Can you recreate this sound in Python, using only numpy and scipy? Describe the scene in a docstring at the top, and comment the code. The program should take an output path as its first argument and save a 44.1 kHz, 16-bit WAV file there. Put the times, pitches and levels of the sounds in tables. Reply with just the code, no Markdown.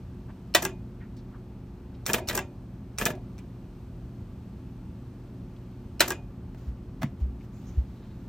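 """Motor hum and tape hiss come first, then a light rub of fingers, then the keys of a reel-to-reel tape deck:
stop, play, stop, play, stop. Hum is wavering sines over rumble noise; hiss is steady, slightly louder while
the tape runs. Switches, brakes, pinch roller and arm are short contact forces played on resonant bodies;
levers scrape as gritty noise, panel and springs ring on as fading sines. At the end fingers knock on the wooden
cabinet, a hand strokes the table cloth (swells of noise) and bumps the table; low thumps are swinging sines."""
import sys
import numpy as np
from scipy import signal
from scipy.fft import rfft, irfft, next_fast_len
from scipy.io import wavfile
from scipy.ndimage import uniform_filter1d

SR = 44100
rng = np.random.default_rng(int(sys.argv[2]) if len(sys.argv) > 2 else 0)


def generate_wav(sig):
    """Save sig (samples, or channels by samples) to the path in sys.argv[1] as 16-bit PCM at SR."""
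    pcm = np.round(np.clip(np.atleast_2d(sig).T, -1, 1) * 32767).astype(np.int16)
    wavfile.write(sys.argv[1], SR, pcm)


N = 365148
TIME = np.arange(N) / SR
TAIL = TIME[:SR // 2]   # the half second in which one blow rings out
SNAP_RATTLE_S = 0.0008

# the stop key is pressed: t/s, key travel/s, latch level/dB, switch level/dB, switch brightness f/Hz,
# sliding lever level/dB
STOP_PRESSES = [(0.5494, 0.0094, -27, -15, 12400, -40.5), (2.2869, 0.013, -39, -20.5, 6500, -36),
                (6.0060, 0.01, -29.5, -15, 12000, -37)]
# the play key is pressed and the pinch roller swings up: t/s, level/dB, travel/s
PLAY_PRESSES = [(2.0640, -19, .0692), (2.985, -20, .0695)]


def from_db(db):
    """Decibels to amplitude."""
    return np.exp(np.asarray(db) * (np.log(10) / 20))


def rms_one(x):
    """Scale a steady sound to rms 1."""
    return x / np.sqrt(np.mean(x ** 2) + 1e-20)


def blow_one(x):
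    """Scale a ring to the energy of 5 ms at level 1."""
    energy = np.mean(np.sum(x ** 2, axis=-1))
    return x / np.sqrt(energy / (0.005 * SR))


def at_hz(points, hz):
    """Read a curve of (f/Hz, value) points along log frequency."""
    points = np.array(points)
    return np.interp(np.log(hz), np.log(points[:, 0]), points[:, 1])


def dying(t60):
    """Exponential decay by 60 dB in t60 seconds."""
    return np.exp(-np.log(1000) * TAIL / t60)


def add(out, s, sound):
    """Mix a sound in at a time."""
    start = int(round(s * SR))
    out[..., start:start + sound.shape[-1]] += sound[..., :N - start]


def drift(rate):
    """Random wandering through rate unit-spread values a second, straight between them."""
    knots = rng.standard_normal(800)
    return np.interp(TIME * rate, np.arange(len(knots)), knots)


def stereo(mid, side, hz):
    """Two unrelated noises become left and right, as alike as the curve says at each frequency."""
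    # f/Hz, likeness of left and right (0-1)
    likeness = [(30, 1), (150, .999), (300, .994), (700, .93), (1700, .94), (3200, .72), (4800, .45),
                (6000, .8), (8000, .9), (10000, .999), (12500, .93), (15000, .97)]
    alike = np.clip(at_hz(likeness, hz), 0, 1)
    left_right = np.array([[1], [-1]])
    return np.sqrt(1 + alike) * mid + np.sqrt(1 - alike) * side * left_right


def noise_bands(size):
    """Third-octave bands of stereo noise: (centre Hz, noise)."""
    edges = 120 * 2 ** np.arange(0, 7.4, 1 / 3)
    hz = np.arange(1, size // 2 + 2) * SR / size
    white = stereo(*rfft(rng.standard_normal((2, size))), hz)
    bands = []
    for low, high in zip(edges, edges[1:]):
        inside = (hz >= low) & (hz < high)
        bands.append((np.sqrt(low * high), irfft(white * inside, size)))
    return bands


def coloured(spectrum):
    """Steady stereo noise with a spectrum of (f/Hz, dB per Hz); rms 1."""
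    size = next_fast_len(N + SR // 10, real=True)
    hz = np.arange(size // 2 + 1) * SR / size + 1   # 1 Hz up, to keep the logarithm finite
    mid, side = rng.standard_normal((2, 2 * len(hz))).view(complex)
    shaped = stereo(mid, side, hz) * from_db(at_hz(spectrum, hz))
    return rms_one(irfft(shaped, size)[:, :N])


def body(modes, crowd, modes_db, room_db, damping, crack_db):
    """Answer of a part to one tap: the contact's crack, its main modes, a crowd of small ones, the room's tail."""
    # ring of the small modes before damping: f/Hz, t60/s
    crowd_t60 = [(200, 0.27), (700, 0.034), (2000, 0.11), (6000, 0.033), (14000, 0.048)]
    # ring of the room: f/Hz, t60/s
    room_t60 = [(200, 0.33), (700, .33), (1200, 0.14), (3000, 0.19), (6000, 0.17), (14000, 0.065)]
    pan_db = -0.9   # spread of the modes between left and right
    main = 0
    for k, (hz, width, db) in enumerate(modes):
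        gain = (-1) ** k * from_db(db + pan_db * rng.standard_normal((2, 1)))
        main = main + gain * width * np.exp(-np.pi * width * TAIL) * np.sin(2 * np.pi * hz * TAIL)
    small = 0
    for hz, noise in noise_bands(size=len(TAIL)):
        room = from_db(room_db) * dying(at_hz(room_t60, hz))
        fade = dying(at_hz(crowd_t60, hz) / damping) + room
        # a band's energy grows with its width and with its ring time
        band_gain = from_db(at_hz(crowd, hz)) * np.sqrt(hz * np.sum(fade ** 2))
        small = small + band_gain * blow_one(noise * fade)
    crack_band = signal.butter(2, [6000, 15000], "band", fs=SR, output="sos")
    crack = signal.sosfilt(crack_band, (TAIL == 0) + 1e-18)
    return blow_one(blow_one(small) + from_db(modes_db) * blow_one(main) + from_db(crack_db) * blow_one(crack))


def contact(bright_hz, rattle_s, rattle_db):
    """One tap and a dying chatter of smaller ones, even in colour; softer contacts are duller."""
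    t = TAIL[:2048]
    hits = rng.standard_normal(len(t)) * (rng.random(len(t)) < 2500 / SR)   # about 2500 a second
    chatter = hits * np.exp(-t / rattle_s)
    chatter = chatter / np.sqrt(np.sum(chatter ** 2) + 1e-12)
    force = from_db(rattle_db) * chatter + (t == 0)
    # level the broad colour, keep the fine structure
    spectrum = rfft(force, 2 * len(t))
    broad_power = uniform_filter1d(abs(spectrum) ** 2, size=24)
    force = irfft(spectrum / np.sqrt(broad_power))[:len(t)]
    soft = np.exp(-2 * np.pi * bright_hz / SR)
    return signal.lfilter([1 - soft], [1, -soft], force + 1e-18)


def strike(blows, answer, rattle_db):
    """Play blows (t/s, level/dB, brightness f/Hz, rattle/s) on one part by convolving force and answer."""
    force = np.zeros(N)
    for s, db, bright_hz, rattle_s in blows:
        add(force, s, from_db(db) * contact(bright_hz, rattle_s, rattle_db))
    return signal.oaconvolve(force[None], answer, axes=1)[:, :N]


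def acting_on(part):
    """All that the keys do to one part: blows as in strike, slides (t/s, length/s, level/dB), jolts (t/s, level/dB)."""
    actions = (stop_key, brakes, roller_return, play_key)
    return [row for action in actions for name, row in action() if name == part]


def tape_speed():
    """The tape runs at first, halts at each stop key and starts at each play key; 0-1."""
    running = 1.0 + sum(TIME > s for s, *_ in PLAY_PRESSES) - sum(TIME > s for s, *_ in STOP_PRESSES)
    ramp_s = 0.15   # centred on the key
    return uniform_filter1d(running, size=int(ramp_s * SR))


def motors():
    """Slightly wavering hum lines over a rumble; a steady hiss is slightly louder while the tape runs."""
    # motors and transformer: f/Hz, level/dB rms before the waver
    hum_lines = [(120, -47), (178, -54.5), (208, -56.5), (258.5, -55.5), (360, -58.5), (877, -73.5),
                 (1163, -78), (4177, -87.5), (4587, -89.5)]
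    # low rumble: f/Hz, relative level/dB per Hz
    rumble_spectrum = [(25, -11.5), (47, 1.5), (65, -1.5), (100, -2.5), (140, -9.5), (190, -5), (240, -10),
                       (300, -14), (400, -19.5), (480, -24), (1000, -31.5), (1500, -37), (2200, -44.5),
                       (5000, -79.5)]
    # hiss: f/Hz, relative level/dB per Hz
    hiss_spectrum = [(1500, -12), (2500, 3), (4300, -3), (6000, -5.5), (7300, -8.5), (8200, -1.5),
                     (10000, -8), (13000, -6), (15500, -22.5)]
    waver_db = drift(6.7)
    hum = 0
    for hz, db in hum_lines:
        phase = 2 * np.pi * hz * TIME + 0.15 * drift(5.1)
        hum = hum + from_db(db) * np.sqrt(2) * np.sin(phase)
    rumble = from_db(-42.0) * coloured(rumble_spectrum)
    hiss_level = from_db(-70.0) + from_db(-85.0) * tape_speed()
    return hum * from_db(waver_db) + rumble + hiss_level * coloured(hiss_spectrum)


def rubs():
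    """Each rub is a brief, uneven swell of friction noise in one band."""
    # fingers rubbing lightly over deck and cloth: t/s, length/s, level/dB, centre f/Hz, width/octaves
    finger_rubs = [(0.281, 0.048, -56, 945, 1.35), (0.995, 0.079, -56.5, 1750, 0.67),
                   (1.158, 0.058, -63.5, 4460, 0.73), (1.315, 0.077, -57, 1180, 0.79),
                   (1.94, 0.03, -63, 3200, 0.88), (5.563, 0.012, -60, 3320, 0.67),
                   (7.203, 0.055, -65, 2190, 0.82), (7.401, 0.031, -63, 2200, 0.49),
                   (7.518, .12, -69, 6900, .3), (7.638, 0.15, -67.5, 6200, 0.3),
                   (7.661, 0.25, -72.5, 2400, 1.2), (7.882, 0.44, -74, 3870, 0.28),
                   (7.987, 0.17, -68.5, 2400, 1.3)]
    out = np.zeros((2, N))
    for s, length, db, hz, octaves in finger_rubs:
        edges = hz * 2 ** (octaves * np.array([-0.5, 0.5]))
        band = signal.butter(2, edges, "band", fs=SR, output="sos")
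        friction = signal.sosfilt(band, rng.standard_normal(len(TAIL)))
        swell = np.interp(TAIL, [0, 0.27 * length, length], [0, 1, 0])
        add(out, s, from_db(db) * rms_one(friction) * swell)
    stick_slip_db = 3 * drift(45)
    return out * from_db(stick_slip_db)


def stop_key():
    """The latch lets go and a lever starts to slide; after the key's travel the switch snaps."""
    for s, travel_s, latch_db, db, hz, slide_db in STOP_PRESSES:
        yield "latch", (s - travel_s, latch_db, 4500, 0.003)
        yield "switch", (s, db, hz, SNAP_RATTLE_S)
        yield "slide", (s - travel_s, 0.12, slide_db)


def linkage():
    """Sliding levers give short gritty scrapes that rise fast and ease off."""
    # scrape: f/Hz, relative level/dB per Hz
    scrape_spectrum = [(300, 3.5), (1000, 6), (3000, -11), (6000, 0.5), (9000, 2), (13500, 3),
                       (16000, -12.5)]
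    pressure = np.zeros(N)
    for s, length, db in acting_on("slide"):
        push = np.interp(TAIL / length, [0, 0.12, 0.45, 0.85, 1], [0.3, 1, 0.18, 0.32, 0.00086])
        add(pressure, s, from_db(db) * push)
    roughness = rms_one(uniform_filter1d(rng.standard_normal(N), size=30))
    grit = rms_one(from_db(1.8 * roughness))
    return pressure * grit * coloured(scrape_spectrum)


def switches():
    """Latch, key switch and roller's switch are small hard parts: bright modes, a dense crowd, a sharp crack."""
    # main modes of each part: f/Hz, width/Hz, relative level/dB
    latch_modes = [(2850, 130, -5), (3103, 240, -14.5), (4270, 81, 0), (5300, 82, 0.5), (5450, 150, -8)]
    switch_modes = [(2630, 76, -1), (3700, 200, -9.5), (4400, 100, -13), (5400, 110, -0.5), (5830, 990, 0),
                    (7175, 110, -7.5)]
    trip_modes = [(5730, 160, 1), (7400, 230, -4), (8600, 470, -8)]
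    # small modes, the same for all three: f/Hz, relative level/dB per Hz
    switch_crowd = [(200, -28.5), (1500, -12), (2700, -3), (4500, -8.5), (6000, -3), (9000, 4), (12000, -4),
                    (15000, -6.5)]
    # stray ticks of the keys under the finger: t/s, level/dB, brightness f/Hz
    stray_ticks = [(1.168, -53, 4000), (2.329, -35, 9000), (3.153, -53, 5000), (3.381, -40, 1500),
                   (3.388, -38.5, 1200)]
    latch = body(latch_modes, switch_crowd, modes_db=8.0, room_db=-23.0, damping=3.1, crack_db=-17.0)
    switch = body(switch_modes, switch_crowd, modes_db=-3, room_db=-15.0, damping=0.91, crack_db=-7.0)
    trip = body(trip_modes, switch_crowd, modes_db=-1.5, room_db=-17, damping=2.9, crack_db=-3)
    snaps = acting_on("switch") + [(s, db, hz, SNAP_RATTLE_S) for s, db, hz in stray_ticks]
    out = strike(acting_on("latch"), latch, rattle_db=-0.5)
    out = out + strike(snaps, switch, rattle_db=-4.0)
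    return out + strike(acting_on("trip"), trip, rattle_db=-5.5)


def brakes():
    """The brakes hit the chassis, rebound at once and settle with a dull rattle; hard when reels are at speed."""
    # brakes slamming on: t/s, level/dB, brightness f/Hz, settling level/dB
    brake_slams = [(0.5486, -7.5, 11900, -22), (2.2960, -23.5, 6000, -38), (6.0051, -8, 12000, -23)]
    rebound_s, rebound_loss_db, settle_s = 0.0019, 11.5, 0.016
    for s, db, hz, settle_db in brake_slams:
        yield "chassis", (s, db, hz, 0.003)
        yield "chassis", (s + rebound_s, db - rebound_loss_db, 0.29 * hz, 0.004)
        yield "chassis", (s + settle_s, settle_db, 3000, 0.008)
        yield "panel", (s, db - 11.0)
        yield "springs", (s, db - 13.5)


def chassis():
    """The chassis clacks under the brakes: many modes, a dense crowd and the room behind."""
    # main modes: f/Hz, width/Hz, relative level/dB
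    chassis_modes = [(333, 24, 0.5), (592, 60, -4), (712, 31, -2), (1204, 36, -5), (1385, 57, -6.5),
                     (1545, 28, -5), (1837, 67, -3), (1960, 59, -5.5), (2210, 84, -8.5), (2500, 70, -8),
                     (2800, 18, -11.5), (3010, 50, -6), (3500, 40, -11), (3560, 90, -13), (3880, 40, -8),
                     (4000, 75, -1.5), (4450, 30, -14), (5500, 90, -9.5), (5390, 230, -10),
                     (5780, 65, -14.5), (6700, 79, -12), (6800, 55, -14), (9000, 150, -17)]
    # small modes: f/Hz, relative level/dB per Hz
    chassis_crowd = [(150, -16), (330, -9.5), (450, -13.5), (600, -1.5), (950, -2), (1600, -0.5),
                     (2400, -6), (3700, -2.5), (4700, -7), (5600, -6), (7300, -5), (10000, -2.5),
                     (13500, -10), (16000, -13.5)]
    answer = body(chassis_modes, chassis_crowd, modes_db=0.5, room_db=-6.0, damping=0.76, crack_db=-5)
    return strike(acting_on("chassis"), answer, rattle_db=-0.5)


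def panel():
    """Each jolt rings front panel or springs, every mode with its own strength and a slightly shifted pitch."""
    # front panel ringing on: f/Hz, relative level/dB, t60/s
    panel_modes = [(353, -17, 0.3), (380, -14, 0.24), (572, -30, 0.42), (726, -29, 0.35), (770, -32, 0.3),
                   (937, -35, .3), (1370, -40, 0.3), (1660, -31.5, .16), (2060, -37, .2)]
    # return springs ringing on: f/Hz, relative level/dB, t60/s
    spring_modes = [(2460, -33, 0.32), (2493, -38, 0.24), (2690, -35, .2), (3020, -41, 0.18)]
    out = np.zeros(N)
    onset = 1 - np.exp(-TAIL / 0.008)
    for part, modes, detune in (("panel", panel_modes, 0.004), ("springs", spring_modes, 0.001)):
        for s, jolt_db in acting_on(part):
            ring = 0
            for hz, db, t60 in modes:
                strength = from_db(db + rng.normal(0, 1.9))
                shifted_hz = hz * (1 + detune * rng.normal())
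                ring = ring + strength * dying(t60) * np.sin(2 * np.pi * (shifted_hz * TAIL + rng.random()))
            add(out, s, from_db(jolt_db) * ring * onset)
    return out


def roller_return():
    """The lever slides back with a knock; the roller trips a switch, hits its rest, twangs springs, bounces once."""
    # pinch roller falling back: t/s of its switch, fall/s, switch level/dB, clack level/dB,
    # sliding lever level/dB, lever's knock level/dB, panel jolt level/dB, bounce after/s, bounce loss/dB
    roller_falls = [(0.651, 0.03, -21.5, -21.5, -28.5, -30, -17.5, .0125, 14),
                    (2.3758, 0.027, -24, -20.5, -25, -34, -13.5, .0142, 4),
                    (6.1049, 0.027, -25, -21, -29, -35, -19, .0148, 5.5)]
    knock_lead_s, rest_lag_s = 0.0232, 0.0013   # timed from the roller's switch
    switch_extra_loss_db = 6   # the switch loses this much more on the bounce
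    for s, fall_s, switch_db, db, slide_db, knock_db, jolt_db, bounce_s, loss_db in roller_falls:
        yield "slide", (s - fall_s, fall_s, slide_db)
        yield "rest", (s - knock_lead_s, knock_db, 2200, 0.004)
        yield "panel", (s - knock_lead_s, jolt_db)
        yield "trip", (s, switch_db, 11000, SNAP_RATTLE_S)
        yield "rest", (s + rest_lag_s, db, 3200, 0.0035)
        yield "panel", (s + rest_lag_s, db + 1.0)
        yield "springs", (s + rest_lag_s, db + 7.5)
        yield "trip", (s + bounce_s, switch_db - loss_db - switch_extra_loss_db, 10500, SNAP_RATTLE_S)
        yield "rest", (s + bounce_s, db - loss_db, 2400, 0.003)


def roller():
    """The roller's rest clacks; the pinch arm answers its own blows and loose levers knocking about."""
    # main modes of each part: f/Hz, width/Hz, relative level/dB
    rest_modes = [(376, 18, 3.5), (570, 76, -14), (900, 210, -8), (1170, 34, -3.5), (1370, 130, -12),
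                  (1640, 51, 3), (2085, 52, -5.5), (2445, 21, -11), (2700, 38, -5.5), (3430, 60, -12),
                  (3700, 55, -23)]
    arm_modes = [(195.6, 20, -2), (371, 19, -3), (618, 50, -3.5), (786, 52, -9), (1160, 59, -10.5),
                 (1713, 58, -3.5), (1950, 46, -9.5), (2460, 117, -6), (2750, 60, -10), (3130, 97, -11.5),
                 (3550, 44, -9.5), (4070, 71, -13.5)]
    # small modes of each part: f/Hz, relative level/dB per Hz
    rest_crowd = [(150, -6.5), (450, -13.5), (800, -7), (1600, -7), (3000, -10), (4500, -19), (7000, -7),
                  (10000, -8.5), (15000, -11)]
    arm_crowd = [(130, -6), (220, -1), (450, -11), (620, 6), (850, 0.5), (1300, -9.5), (2400, -11),
                 (3500, -11.5), (5000, -17), (10000, -3.5), (15000, -10)]
    # loose levers knocking as the mechanism shifts: t/s, level/dB, brightness f/Hz, rattle/s
    lever_knocks = [(0.6276, -27, 2200, .001), (0.664, -30, 1500, .003), (0.694, -38, 1800, .002),
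                    (2.3029, -28, 900, .004), (2.311, -25, 1500, 0.0053), (2.330, -27, 1000, .006),
                    (2.342, -30, 1800, .004), (2.3525, -29, 800, 0.005), (2.358, -24, 700, 0.0027),
                    (3.013, -26, 2000, 0.0018), (6.06, -31.5, 2500, .0015), (6.111, -30.5, 2500, .003)]
    rest = body(rest_modes, rest_crowd, modes_db=-1.0, room_db=1.5, damping=1.0, crack_db=-20)
    arm = body(arm_modes, arm_crowd, modes_db=-1.5, room_db=-2.0, damping=0.79, crack_db=-2.5)
    clacks = strike(acting_on("rest"), rest, rattle_db=-2.5)
    return clacks + strike(acting_on("arm") + lever_knocks, arm, rattle_db=1.0)


def play_key():
    """A light touch, then the key snaps; the arm scrapes upward, trips a second switch and lands on the capstan."""
    # the arm takes up its slack three times, lands twice and bounces:
    # t/s after the key, level/dB re the key, brightness f/Hz, rattle/s
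    arm_stroke = [(0.0146, -6.5, 1195, 0.01), (.028, -1.5, 1700, 0.0013), (0.0349, 1.5, 2000, 0.0037),
                  (.0758, 4.5, 6000, 0.0035), (.0805, 0.2, 6000, .0045), (0.1183, -2, 1100, 0.0029)]
    touch_lead_s, touch_db = 0.0068, -19.5
    pull_lag_s = 0.0056   # the solenoid pulls just after the key
    for s, db, travel_s in PLAY_PRESSES:
        yield "switch", (s - touch_lead_s, db + touch_db, 4000, SNAP_RATTLE_S)
        yield "switch", (s, db, 5000, SNAP_RATTLE_S)
        yield "slide", (s + pull_lag_s, 2.0 * travel_s, db - 14.5)
        yield "trip", (s + travel_s, db + 1, 11500, SNAP_RATTLE_S)
        for lag_s, blow_db, hz, rattle_s in arm_stroke:
            yield "arm", (s + lag_s, db + blow_db, hz, rattle_s)
        for lag_s in (0.034, 0.14):   # as the slack is taken up, and again after the arm's bounce
            yield "panel", (s + lag_s, db - 2)
            yield "springs", (s + lag_s, db - 5.5)   # they ring less while the arm is pulled up


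def cabinet():
    """Fingers give short woody knocks on the cabinet's modes."""
    # main modes: f/Hz, width/Hz, relative level/dB
    wood_modes = [(388, 100, -21), (648, 51, 6), (900, 66, -2), (1190, 90, -4), (1320, 80, -3),
                  (1570, 110, -1.5), (1706, 100, -2), (2066, 150, -4), (2550, 85, -2), (2880, 120, -12),
                  (3550, 144, -10), (4300, 250, -21)]
    # small modes: f/Hz, relative level/dB per Hz
    wood_crowd = [(200, 3), (450, -16), (700, -12), (1500, -13), (3000, -13.5), (4500, -18), (7000, -14),
                  (15000, -11)]
    # fingers knocking on the wood: t/s, level/dB, brightness f/Hz, rattle/s
    finger_knocks = [(6.5459, -44.5, 1960, .001), (7.0158, -41, 4010, 0.0029), (7.0198, -27, 1997, 0.0022),
                     (7.0228, -28, 1800, .0006), (7.0308, -20, 1800, .0015)]
    wood = body(wood_modes, wood_crowd, modes_db=-5.5, room_db=-10.5, damping=1.18, crack_db=-10.5)
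    return strike(finger_knocks, wood, rattle_db=-4.0)


def cloth():
    """Each stroke of skin on cloth swells, holds unevenly and fades."""
    # the hand stroking the cloth: t/s, length/s, level/dB
    hand_strokes = [(6.564, .15, -60.5), (7.193, 0.035, -56), (7.385, 0.085, -64.5), (7.515, 0.17, -62.5),
                    (7.663, 0.14, -61), (7.76, 0.53, -68)]
    # skin on cloth: f/Hz, relative level/dB per Hz
    cloth_spectrum = [(500, 13), (1500, 7), (3000, 1.5), (6500, -2), (9000, -5), (13000, -3.5),
                      (16000, -14)]
    attack_s, release_s = 0.021, 0.023
    pressure = 0
    for s, length, db in hand_strokes:
        swell = np.clip((TIME - s) / attack_s, 0, 1)
        fade = np.exp(-np.maximum(TIME - s - length + release_s, 0) / release_s)
        pressure = pressure + from_db(db) * swell * fade
    return pressure * from_db(1.8 * drift(40)) * coloured(cloth_spectrum)


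def low_thumps():
    """Table bumps and the boom of a finger knock are low sines that swell softly and die in a few cycles."""
    # the hand bumping the table near 64 Hz, and the finger knock's boom at 136-252 Hz:
    # t/s, level/dB, f/Hz, t60/s, contact/s
    thumps = [(6.667, -24, 63, 0.15, 0.0085), (7.026, -40, 252, 0.064, 0.0021),
              (7.0367, -21, 218, 0.081, 0.003), (7.039, -23, 136, .13, 0.0037),
              (7.207, -19, 63.9, 0.31, 0.0083), (7.768, -14, 65, 0.13, 0.01)]
    out = np.zeros(N)
    for s, db, hz, t60, contact_s in thumps:
        swell = 1 - np.exp(-(TAIL / contact_s) ** 2)
        swing = swell * dying(t60)
        add(out, s, from_db(db) * swing / swing.max() * np.sin(2 * np.pi * hz * TAIL))
    return out


def scene():
    """The deck's motors and keys, and the hand moving around it."""
    mechanism = linkage() + switches() + chassis() + panel() + roller()
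    hand = rubs() + cabinet() + cloth() + low_thumps()
    return motors() + mechanism + hand


def record(dry):
    """The microphone's two ports hear the treble out of step; peaks are rounded, deepest bass and top are cut."""
    # phase by which the left microphone port leads the right: f/Hz, phase/rad
    port_lead = [(0, 0), (2000, .05), (4000, .5), (6000, .6), (8000, 2.1), (9100, 3.06), (11000, 3.22),
                 (12000, 4.1), (13000, 4.9), (14300, 6.2), (16000, 6.28)]
    size = next_fast_len(N + SR // 10)
    hz = np.arange(size // 2 + 1) * SR / size
    lead = np.interp(hz, *np.transpose(port_lead))
    shift = np.exp(0.5j * lead * np.array([[1], [-1]]))   # half the lead on each side
    ports = irfft(rfft(dry, size) * shift, size)[:, :N]
    ports = signal.sosfilt(signal.butter(4, 37, "high", fs=SR, output="sos"), ports)
    rounded = 0.9 * np.tanh(ports / 0.9)
    return signal.sosfilt(signal.ellip(10, 0.2, 90, 15900, fs=SR, output="sos"), rounded)


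dry = scene()
out = record(dry)
generate_wav(out)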